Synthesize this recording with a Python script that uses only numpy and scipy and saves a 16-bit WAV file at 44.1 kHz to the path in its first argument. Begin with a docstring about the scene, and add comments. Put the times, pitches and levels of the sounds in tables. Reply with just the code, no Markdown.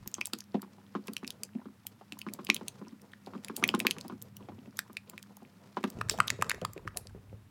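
"""A spatula stirs thick glue and soap in a hand-held glass bowl on a table, close to one microphone above.
Each push is a squelch of ringing wet modes and a dull boom of bowl modes; the drag is uneven filtered noise.
Pops, sticky ticks and peels are bursts of gritty noise; the pops add ringing air pockets, and foam rings faintly.
The small room adds short reflections, noise-band air, a wavering sine hum, a low rumble and one brief drone.
Near six seconds the hum and the bowl's boom drop an octave, and the bubbles and squelches sound deeper."""
import sys
import numpy as np
from scipy import signal
from scipy.io import wavfile
from scipy.ndimage import uniform_filter1d

SR = 44100
rng = np.random.default_rng(int(sys.argv[2]) if len(sys.argv) > 2 else 0)


def put_to_file(sound):
    """Save the sound as 16-bit audio at rate SR, in the file named by the first command-line argument."""
    columns = np.atleast_2d(sound).T  # one column per channel
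    safe = np.clip(columns, -1, 1)
    whole_steps = np.round(safe * 32767)
    wavfile.write(sys.argv[1], SR, whole_steps.astype(np.int16))


N = 330923
TIME = np.arange(N) / SR
DEEP_FROM_S = 5.95  # the lower pitches start here
TEAR_S = .007  # stretch of film or strand heard before each pop or tick


def from_db(db):
    """Decibels to gain."""
    return 10 ** (np.asarray(db) / 20)


def rms_one(x):
    """Scaled to an rms of 1."""
    return x / np.sqrt(np.mean(x ** 2) + 1e-20)


def add(out, s, sound):
    """Mix a short sound in at a time in seconds."""
    start = max(0, round(s * SR))
    out[start:start + len(sound)] += sound[:max(0, N - start)]


def band(x, low_hz, high_hz, order=2):
    """Causal band-pass."""
    edges = [low_hz, min(high_hz, SR / 2 - 500)]
    return signal.sosfilt(signal.butter(order, edges, "band", fs=SR, output="sos"), x)


def high_pass(x, hz, order=2):
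    """Causal high-pass."""
    return signal.sosfilt(signal.butter(order, hz, "high", fs=SR, output="sos"), x)


def pitch_scale(s):
    """1 at first, a half in the deep part: an octave down."""
    return np.where(s > DEEP_FROM_S, .5, 1)


def drift(rate_hz):
    """Slow random wander with a spread of 1, drawn at every 40th sample and interpolated."""
    pole = np.exp(-80 * np.pi * rate_hz / SR)
    white = rng.standard_normal(N // 40 + 2002)
    slow = signal.lfilter([1], [1, -2 * pole, pole * pole], white)[2000:]  # drop the filter's start
    return np.interp(np.arange(N) / 40, np.arange(len(slow)), rms_one(slow))


def coloured_noise(spectrum):
    """Half-octave bands of noise that follow a spectrum; rms 1."""
    hz, db = np.transpose(spectrum)
    edges = 22 * 2 ** np.arange(0, 10, .5)
    white = rng.standard_normal((2, N))  # neighbouring bands use different noise
    out = 0
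    for k, (low, high) in enumerate(zip(edges, edges[1:])):
        if high > hz[0] and low < hz[-1]:
            band_db = np.interp(np.log(low * high) / 2, np.log(hz), db)
            out = out + from_db(band_db) * band(white[k % 2], low, high)
    return rms_one(out)


def ring(t, hz, cycles):
    """A sine that falls by 60 dB in so many cycles."""
    return np.sin(2 * np.pi * hz * t) * np.exp(-np.log(1000) * hz * t / cycles)


def grit(t, low_hz, high_hz, clump_db=4):
    """Noise that comes in clumps a third of a millisecond long, as sticky strands part; rms 1."""
    clump_levels = np.clip(rng.standard_normal(len(t) // 16 + 1), -2, 2)
    clumps = from_db(clump_db * clump_levels).repeat(16)[:len(t)]
    return rms_one(band(rng.standard_normal(len(t)) * clumps, low_hz, high_hz, order=1))


def bubbly(x, low_hz, high_hz, sharpness=10, ring_db=5, count=5):
    """A crackle rings a few tiny bubbles next to it, so each has a colour of its own; the energy is kept."""
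    rings = 0
    for place in (np.arange(count) + rng.random(count)) / count:
        hz = min(low_hz * (high_hz / low_hz) ** place, 16000)
        rings = rings + signal.lfilter(*signal.iirpeak(hz, sharpness, fs=SR), x)
    return rms_one(x + from_db(ring_db) * rings) * np.std(x)


# spectrum of the room air: (frequency [Hz], relative density [dB per Hz])
AIR_SPECTRUM = [(30, -42.5), (60, -29.5), (100, 4.5), (140, -2.5), (220, 2.5), (330, -11.5), (500, -32),
                (800, -15.5), (1600, -17.5), (3000, -23), (6000, -29), (15500, -30.5)]
# spectrum of the low rumble: (frequency [Hz], relative density [dB per Hz])
RUMBLE_SPECTRUM = [(25, -33.5), (45, 12), (62, -6), (95, 16.5), (125, -5.5), (200, -34), (400, -34.5)]
# hum before it drops and wavers: (frequency [Hz], peak level [dB])
HUM_TONES = [(100, -67.5), (200, -58.5), (243, -94.5)]
AIR_DB = -62.5
FIRST_RUMBLE_DB, FIRST_RUMBLE_S = -50.5, 0.078
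DEEP_RUMBLE_DB, RUMBLE_FADE_DB_PER_S = -54.5, 4


def background(low_cut_hz=80, waver_db=3):
    """Room air and a wavering hum; a low rumble sounds briefly at first and again, fading, in the deep part."""
    turns = np.cumsum(pitch_scale(TIME)) / SR  # advances at half speed in the deep part
    hum = 0
    for hz, db in HUM_TONES:
        level = from_db(db + waver_db * drift(3))
        hum = hum + level * np.sin(2 * np.pi * hz * turns + 1.1 * drift(6.6))
    since = TIME - DEEP_FROM_S
    first_swell = (TIME < FIRST_RUMBLE_S) * from_db(FIRST_RUMBLE_DB)
    deep_swell = (since > 0) * from_db(DEEP_RUMBLE_DB - RUMBLE_FADE_DB_PER_S * since)
    swell = uniform_filter1d(first_swell + deep_swell, size=400)  # softened edges
    rumble = swell * from_db(3.5 * drift(9)) * coloured_noise(RUMBLE_SPECTRUM)
    air = high_pass(coloured_noise(AIR_SPECTRUM), low_cut_hz, order=3)
    return from_db(AIR_DB) * air + hum + rumble


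# drag of the blade through the glue, before the gains below: (time [s], level [dB])
DRAG_LEVELS = [(0.0, -60), (0.44, -67), (1.15, -62), (1.25, -65), (1.9, -66.5), (2.5, -57), (2.96, -65),
               (3.26, -63.5), (3.74, -51), (4.18, -65.5), (5.49, -66), (5.75, -55.5), (5.97, -53.5),
               (6.43, -55), (6.71, -61), (7.16, -66.5), (7.5, -69)]
# spectrum of the low rub: (frequency [Hz], relative density [dB per Hz])
RUB_SPECTRUM = [(85, -24), (110, -4.5), (140, 6), (180, -2.5), (230, 10.5), (300, -8), (380, 1),
                (520, -2.5), (1200, -14.5), (2500, -38.5), (6000, -34)]
# spectrum of the blade's swish: (frequency [Hz], relative density [dB per Hz])
SWISH_SPECTRUM = [(700, -17), (1200, 1), (2200, -3), (3200, -7), (5000, 0.5), (8000, -9.5), (15000, -15)]


def stirring(rub_db=-1, uneven_db=6.0, smear_db=-13, swish_db=-15, smear_uneven_db=1.5):
    """The blade drags unevenly: a low rub, and a wet smear and swish that are fainter in the deep part."""
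    s, drag_db = np.transpose(DRAG_LEVELS)
    drag = from_db(np.interp(TIME, s, drag_db))
    uneven = np.clip(drift(8.9), -2, 1.5)
    lumps = from_db(4.8 * drift(60) + smear_uneven_db * uneven) * pitch_scale(TIME)
    rub = from_db(rub_db + uneven_db * uneven) * coloured_noise(RUB_SPECTRUM)
    smear = from_db(smear_db) * band(grit(TIME, 470, 1800), 460, 7900)
    swish = from_db(swish_db) * coloured_noise(SWISH_SPECTRUM)
    return drag * (rub + (smear + swish) * lumps)


# modes of the bowl, before detuning:
# (multiple of lowest pitch, relative level [dB], decay by 60 dB [own cycles], build-up [cycles of lowest])
BOWL_MODES = [(1.0, -2.5, 15, 2.17), (1.2, -8.5, 15, 3.5), (1.66, 5, 18, 0.65), (2.096, -9, 44, 0.11)]


def bowl_boom(t, hz, boom_db, knock_db, rock_cycles=6.3, rock_db=-11, detune=0.039):
    """The two upper modes swell sooner than the two lower, so the thud falls; the bowl rocks back once."""
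    sound = 0
    for multiple, db, cycles, build_cycles in BOWL_MODES:
        mode_hz = hz * multiple * (1 + detune * rng.standard_normal())
        mode = ring(t, mode_hz, cycles) * (1 - np.exp(-(hz * t / build_cycles) ** 3))
        level_db = db + (boom_db if multiple < np.sqrt(2) else knock_db)
        sound = sound + rng.choice([-1, 1]) * from_db(level_db) * mode / np.abs(mode).max()
    lag = int(SR * rock_cycles / hz * rng.uniform(0.93, 1.3))
    return sound + from_db(rock_db) * np.r_[np.zeros(lag), sound[:-lag]]


# wet glue squeezed under the blade, before detuning:
# (multiple of squelch pitch, relative level [dB], decay by 60 dB [cycles])
SQUELCH_MODES = [(.55, -12, 20), (.75, -5, 14), (1.002, 3.5, 17), (1.15, -11.5, 54), (1.4, -3.5, 18)]


def squelch(t, hz, slip_cycles=4.9, slip_fall_db=5.5, detune=0.026, count=6):
    """The blade slips a few times in quick succession; each slip rings the wet cavity under it."""
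    sound = 0
    for k in range(count):
        since = np.maximum(t - slip_cycles / hz * (k + rng.uniform(0, 0.46)), 0)
        for multiple, db, cycles in SQUELCH_MODES:
            mode_hz = hz * multiple * (1 + detune * rng.standard_normal())
            mode = from_db(db - slip_fall_db * k) * ring(since, mode_hz, cycles)
            sound = sound + rng.choice([-1, 1]) * mode
    sound = band(sound, 0.3 * hz, 2.3 * hz)
    return sound / np.sqrt(np.mean(sound[hz * t < 14] ** 2))  # rms 1 over the first 14 cycles


# spatula nudging the bowl: (time [s], boom level before trim [dB], squelch level [dB], squelch pitch [Hz])
PUSHES = [(.059, -39.5, -60, 890), (.182, -40.5, -47.5, 1036), (0.333, -33, -43, 1307),
          (0.543, -21, -36.5, 706), (.627, -40.5, -50, 1100), (.781, -56, -60, 846),
          (.951, -27.5, -37, 1104), (1.083, -30.5, -49, 1110), (1.229, -35, -50, 1190),
          (1.549, -26.5, -57.5, 640), (1.614, -59, -61.5, 1130), (1.655, -35, -55, 1145),
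          (2.01, -64, -52.5, 780), (2.121, -39.5, -61, 726), (2.265, -29, -43.5, 1146),
          (2.389, -35, -45, 1067), (2.49, -26.5, -40, 1110), (2.61, -35.5, -49, 920),
          (2.813, -34.5, -54.5, 1036), (2.868, -44.5, -56.5, 994), (2.921, -38, -66.5, 1160),
          (3.269, -41.5, -48, 753), (3.334, -50, -49.5, 1030), (3.35, -30.5, -50, 1160),
          (3.497, -32, -43.5, 1117), (3.577, -38.5, -50, 810), (3.625, -29.5, -35, 1177),
          (3.69, -37, -48, 810), (3.74, -22, -29.5, 1080), (3.807, -33, -49, 700),
          (3.849, -24.5, -34.5, 1066), (3.966, -43.5, -51, 1140), (4.049, -37, -50, 773),
          (4.097, -39.5, -45.5, 1040), (4.12, -32, -53, 1140), (4.406, -47, -58, 930),
          (4.486, -41, -47, 750), (4.519, -40, -59.5, 956), (4.581, -44, -63, 826),
          (4.673, -40, -64.5, 643), (4.896, -41.5, -57, 1060), (5.133, -43.5, -55, 1024),
          (5.418, -42.5, -56.5, 712), (5.769, -33, -33, 967), (5.838, -23.5, -33.5, 1116),
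          (5.985, -39, -52, 411), (6.109, -52, -45.5, 410), (6.138, -67, -43, 630),
          (6.185, -36.5, -39.5, 740), (6.319, -50, -50.5, 407), (6.388, -36, -45.5, 451),
          (6.537, -63, -51, 420), (6.615, -35.5, -40.5, 526), (6.761, -44, -45.5, 403),
          (6.85, -38, -52.5, 365), (6.96, -68, -48.5, 710), (7.052, -47.5, -60.5, 523),
          (7.145, -48.5, -52, 379), (7.324, -42, -54.5, 478)]
BOWL_HZ = 218.5  # lowest bowl mode before detuning and the octave drop


def thuds(boom_trim_db=-1, knock_trim_db=-3.0, spray_db=-8, spray_cycles=2.6):
    """Each push squelches with a gritty spray as the bowl booms; its upper modes follow both levels."""
    out, t = np.zeros(N), np.arange(SR // 4) / SR
    brief = t[:len(t) // 3]
    for s, boom_db, wet_db, wet_hz in PUSHES:
        hz = BOWL_HZ * pitch_scale(s)
        knock_db = (boom_db + wet_db) / 2 + knock_trim_db
        add(out, s, bowl_boom(t, hz, boom_db + boom_trim_db, knock_db))
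        spray = band(grit(brief, 4 * hz, 16 * hz), 3 * hz, 20 * hz) * np.exp(-hz * brief / spray_cycles)
        add(out, s, from_db(wet_db) * squelch(brief, wet_hz) + from_db(wet_db + spray_db) * spray)
    return out


# sticky strands snapping: (time [s], level [dB])
SNAPS = [(.076, -28), (0.1156, -43), (0.2705, -25), (0.3875, -33.5), (0.6195, -31.5), (1.0724, -32),
         (1.135, -32), (1.8682, -28), (2.1902, -27), (2.337, -30), (2.4482, -31), (2.5452, -24.5),
         (3.018, -47), (3.5658, -18.5), (3.678, -27.5), (3.7935, -24.5), (4.0816, -37), (4.368, -33.5),
         (4.771, -32), (4.931, -40.5), (5.098, -30.5), (5.228, -37), (5.369, -41.5), (5.431, -57.5),
         (5.902, -33.5), (6.277, -29.5), (6.734, -43), (6.972, -26.5)]


def ticks(low_hz=2800, high_hz=17000, snap_s=.0005, lead_s=.0001, creak_db=-17, creak_s=.002,
          low_cut_hz=1500):
    """A strand creaks as it thins, then snaps with a bright crackle; slower and wider in the deep part."""
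    out, t = np.zeros(N), np.arange(SR // 45) / SR - TEAR_S
    for s, db in SNAPS:
        scale = pitch_scale(s)
        snap = np.exp(scale * np.minimum(t / lead_s, -t / snap_s))
        creak = from_db(creak_db) * np.exp(-scale * np.abs(t) / creak_s)
        low = scale * low_hz
        crackle = bubbly((snap + creak) * grit(t, low, high_hz), low, high_hz)
        add(out, s - TEAR_S, from_db(db) * crackle)
    return high_pass(out, low_cut_hz)


def foam(mean_db=-47, spread_db=4, scatter_s=0.028, lowest_hz=700, cycles=9, count=200):
    """Faint bubbles of many sizes ring briefly, scattered around randomly chosen pushes and snaps."""
    out, moments = np.zeros(N), [row[0] for row in SNAPS + PUSHES]
    t = np.arange(SR // 30) / SR
    draws = np.c_[rng.random((count, 2)), rng.standard_normal((count, 2))]
    for which, size, when, strength in draws:
        s = moments[int(which * len(moments))] + scatter_s * when
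        hz = pitch_scale(s) * lowest_hz * 9 ** size
        bubble = ring(t, hz, cycles) * (1 - np.exp(-2 * hz * t))
        add(out, s, from_db(mean_db + spread_db * strength) * bubble)
    return out


POP_CYCLES = 10.7  # every pocket dies away in about so many cycles
POP_RISE = .02  # share by which its pitch rises on each cycle as it opens
CRACKLE_S, CRACKLE_REF_DB = 0.0006, -24  # a tear this loud has that decay time
DB_PER_DOUBLING = 10.5  # weaker tears take longer


def pop(db, hz, crackle_db, scale, crackle_low_hz=2100, crackle_high_hz=12000, low_share=0.24,
        overtone_db=-10, open_cycles=0.99, lead_s=0.000083, creak_db=-17, creak_s=0.00076):
    """The film creaks, then bursts; the opened air pocket rings, and is too small to radiate bass."""
    t = np.arange(SR // 45) / SR - TEAR_S
    after, before = np.maximum(t, 0), np.minimum(t, 0)
    slower = np.clip(2 ** ((CRACKLE_REF_DB - crackle_db) / DB_PER_DOUBLING), .5, 2)
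    burst = np.exp(before / lead_s - after / (CRACKLE_S * slower)) / np.sqrt(slower)
    stretch = from_db(creak_db) * np.exp(-np.abs(t) * scale / creak_s)
    low, high = scale * crackle_low_hz, np.sqrt(scale) * crackle_high_hz  # duller in the deep part
    tear = bubbly(grit(t, low, high) * (burst + stretch), low, high)
    overtone_hz = min(hz * rng.uniform(1.25, 1.7), 15500)
    rising = after * (1 + POP_RISE * (np.minimum(hz * after, POP_CYCLES) / 2 - 1))
    cavity = ring(rising, hz, POP_CYCLES) + from_db(overtone_db) * ring(after, overtone_hz, POP_CYCLES)
    opening = 1 - np.exp(-hz * after / open_cycles)
    sound = from_db(db) * opening * cavity + from_db(crackle_db) * tear
    return high_pass(sound, min(low_share * hz, 1500))


# air pockets bursting: (time [s], ring level [dB], pitch [Hz], crackle level [dB])
AIR_POCKETS = [(0.142, -9, 5950, -27.5), (.213, -8, 2370, -34), (.2566, -11, 7800, -32),
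               (0.3346, -10.5, 4460, -26), (0.4061, -17.5, 6100, -43), (1.082, -22.5, 2470, -41),
               (1.167, -12.5, 2830, -32.5), (1.2463, -22, 2410, -59), (1.2771, -18, 4750, -31),
               (1.305, -20.5, 3280, -32.5), (1.4345, -16.5, 7100, -25.5), (2.1228, -21.5, 2600, -37.5),
               (2.216, -19, 2760, -39), (2.2873, -24, 2300, -50), (2.469, -21.5, 2770, -50),
               (2.5008, 2, 2260, -19), (2.565, -14.5, 3120, -30), (2.6827, -20.5, 2680, -21),
               (2.883, -33, 5180, -65.5), (3.135, -28, 1690, -61.5), (3.263, -29.5, 4630, -55),
               (3.447, -27.5, 3840, -29.5), (3.4838, -21.5, 2490, -32.5), (3.6395, 2, 2310, -22),
               (3.69, -4, 2980, -29), (3.7491, -16, 3670, -30), (3.802, -7.5, 2550, -21.5),
               (3.8684, -1.5, 2330, -21.5), (3.9102, -7.5, 2930, -21), (3.9845, -24.5, 2750, -38),
               (4.011, -20.5, 4240, -37), (4.2239, -13, 12100, -66), (4.7908, -12, 1550, -21),
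               (4.9694, -13, 2360, -40.5), (5.179, -23.5, 2370, -41.5), (5.8406, -15.5, 2606, -33.5),
               (6.0132, -10.5, 1235, -30.5), (6.097, -4.5, 4880, -13), (6.188, -24, 1380, -33),
               (6.203, 1, 1260, -23.5), (6.2809, -7.5, 3750, -35), (6.3032, -9, 1960, -18),
               (6.413, -22.5, 2400, -37), (6.4236, -4, 1183, -22.5), (6.4966, -40, 2420, -18),
               (6.5072, -10.5, 2530, -51), (6.5153, -9, 2030, -27), (6.65, -12, 1180, -25),
               (6.778, -29, 2480, -46), (6.8766, -16.5, 1215, -39.5), (7.0711, -26, 4400, -63)]


def pops(flap_db=-16, flap_cycles=0.81):
    """The larger air pockets; the torn film flaps around each one's pitch for a few cycles."""
    out, t = np.zeros(N), np.arange(SR // 45) / SR - TEAR_S
    for s, db, hz, crackle_db in AIR_POCKETS:
        cycle = hz * t
        fading = np.exp(np.minimum(cycle, -cycle / flap_cycles))
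        noise = band(rng.standard_normal(len(t)), 0.65 * hz, min(1.71 * hz, 16500))
        flap = from_db(db + flap_db) * rms_one(noise) * fading
        add(out, s - TEAR_S, pop(db, hz, crackle_db, pitch_scale(s)) + flap)
    return out


def tiny_pops(below_db=-21, loudest_db=-31, spread_db=3, scatter_s=0.0088, crackle_db=-13,
              lowest_hz=2100, count=2):
    """Each large pocket takes a few small neighbours with it, just before or after."""
    out = np.zeros(N)
    for s, db, *_ in AIR_POCKETS:
        scale = pitch_scale(s)
        for size, when, strength in np.c_[rng.random(count), rng.standard_normal((count, 2))]:
            small_db = min(db + below_db, loudest_db) + spread_db * strength
            small_hz = scale * lowest_hz * 4 ** size
            small_pop = pop(small_db, small_hz, small_db + crackle_db, scale)
            add(out, s - TEAR_S + scatter_s * when / scale, small_pop)
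    return out


# glue peeling off the glass: (time [s], level [dB], centre frequency [Hz])
PEELING = [(3.569, -47, 9100), (6.108, -38, 3900), (6.971, -47, 10200)]


def peels(fade_s=0.018, width=1.4, spray_db=-6):
    """A sheet of glue lets go in a dense, dying crackle: one narrow band of bubbles and a broad spray."""
    out, t = np.zeros(N), np.arange(SR // 8) / SR
    for s, db, hz in PEELING:
        low, high = hz / width, hz * width
        bubbles = rms_one(band(grit(t, low, high, clump_db=6), low, high))
        spray = from_db(spray_db) * grit(t, 2800, 14000, clump_db=7)
        add(out, s, from_db(db) * np.exp(-t / fade_s) * (bubbles + spray))
    return out


DRONE_AT_S, DRONE_SPREAD_S, DRONE_DB = 4.35, 0.42, -55  # time and level of the peak; time to fall to 1/e


def drone(low_hz=98, high_hz=135):
    """A narrow band of low noise that swells and fades once."""
    swell = np.exp(-((TIME - DRONE_AT_S) / DRONE_SPREAD_S) ** 2)
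    return from_db(DRONE_DB) * swell * rms_one(band(rng.standard_normal(N), low_hz, high_hz))


def bowl_echoes(x, echo_db=-21, count=8):
    """Sound bounces between the glass walls for a few milliseconds, flipping sign and losing 1 dB each time."""
    out = x.copy()
    for k, lag in enumerate((np.geomspace(.0011, .0075, count) * SR).astype(int)):
        out[lag:] += (-1) ** k * from_db(echo_db - k) * x[:-lag]
    return out


def room(x, t60, wall_hz, build_s=0.00043):
    """Dense reflections from the table and near walls: a decaying noise tail, duller above wall_hz."""
    t = np.arange(SR // 2) / SR
    noise = band(rng.standard_normal(len(t)), 100, wall_hz, order=1)
    tail = noise * from_db(-60 * t / t60) * (1 - np.exp(-t / build_s))
    return signal.fftconvolve(x, tail / np.sqrt(np.sum(tail ** 2)))[:N]


def scene(room_db=-18, deep_room_db=-22.0, bubble_low_cut_hz=280):
    """Everything in the bowl, heard from just above it; the deeper sounds at the end also linger longer."""
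    bubbles = high_pass(ticks() + foam() + pops() + tiny_pops() + peels(), bubble_low_cut_hz)
    bowl = high_pass(stirring(), 80) + thuds() + bowl_echoes(bubbles)
    deep = TIME > DEEP_FROM_S
    tail = from_db(room_db) * room(bowl * ~deep, t60=0.12, wall_hz=9000)
    deep_tail = from_db(deep_room_db) * room(bowl * deep, t60=.35, wall_hz=7750)
    return (background() + bowl + tail + deep_tail + drone())[None]


def record(dry):
    """The microphone's top is cut steeply at 16.6 kHz."""
    return signal.sosfilt(signal.ellip(10, .1, 80, 16600, fs=SR, output="sos"), dry)


dry = scene()
out = record(dry)
put_to_file(out)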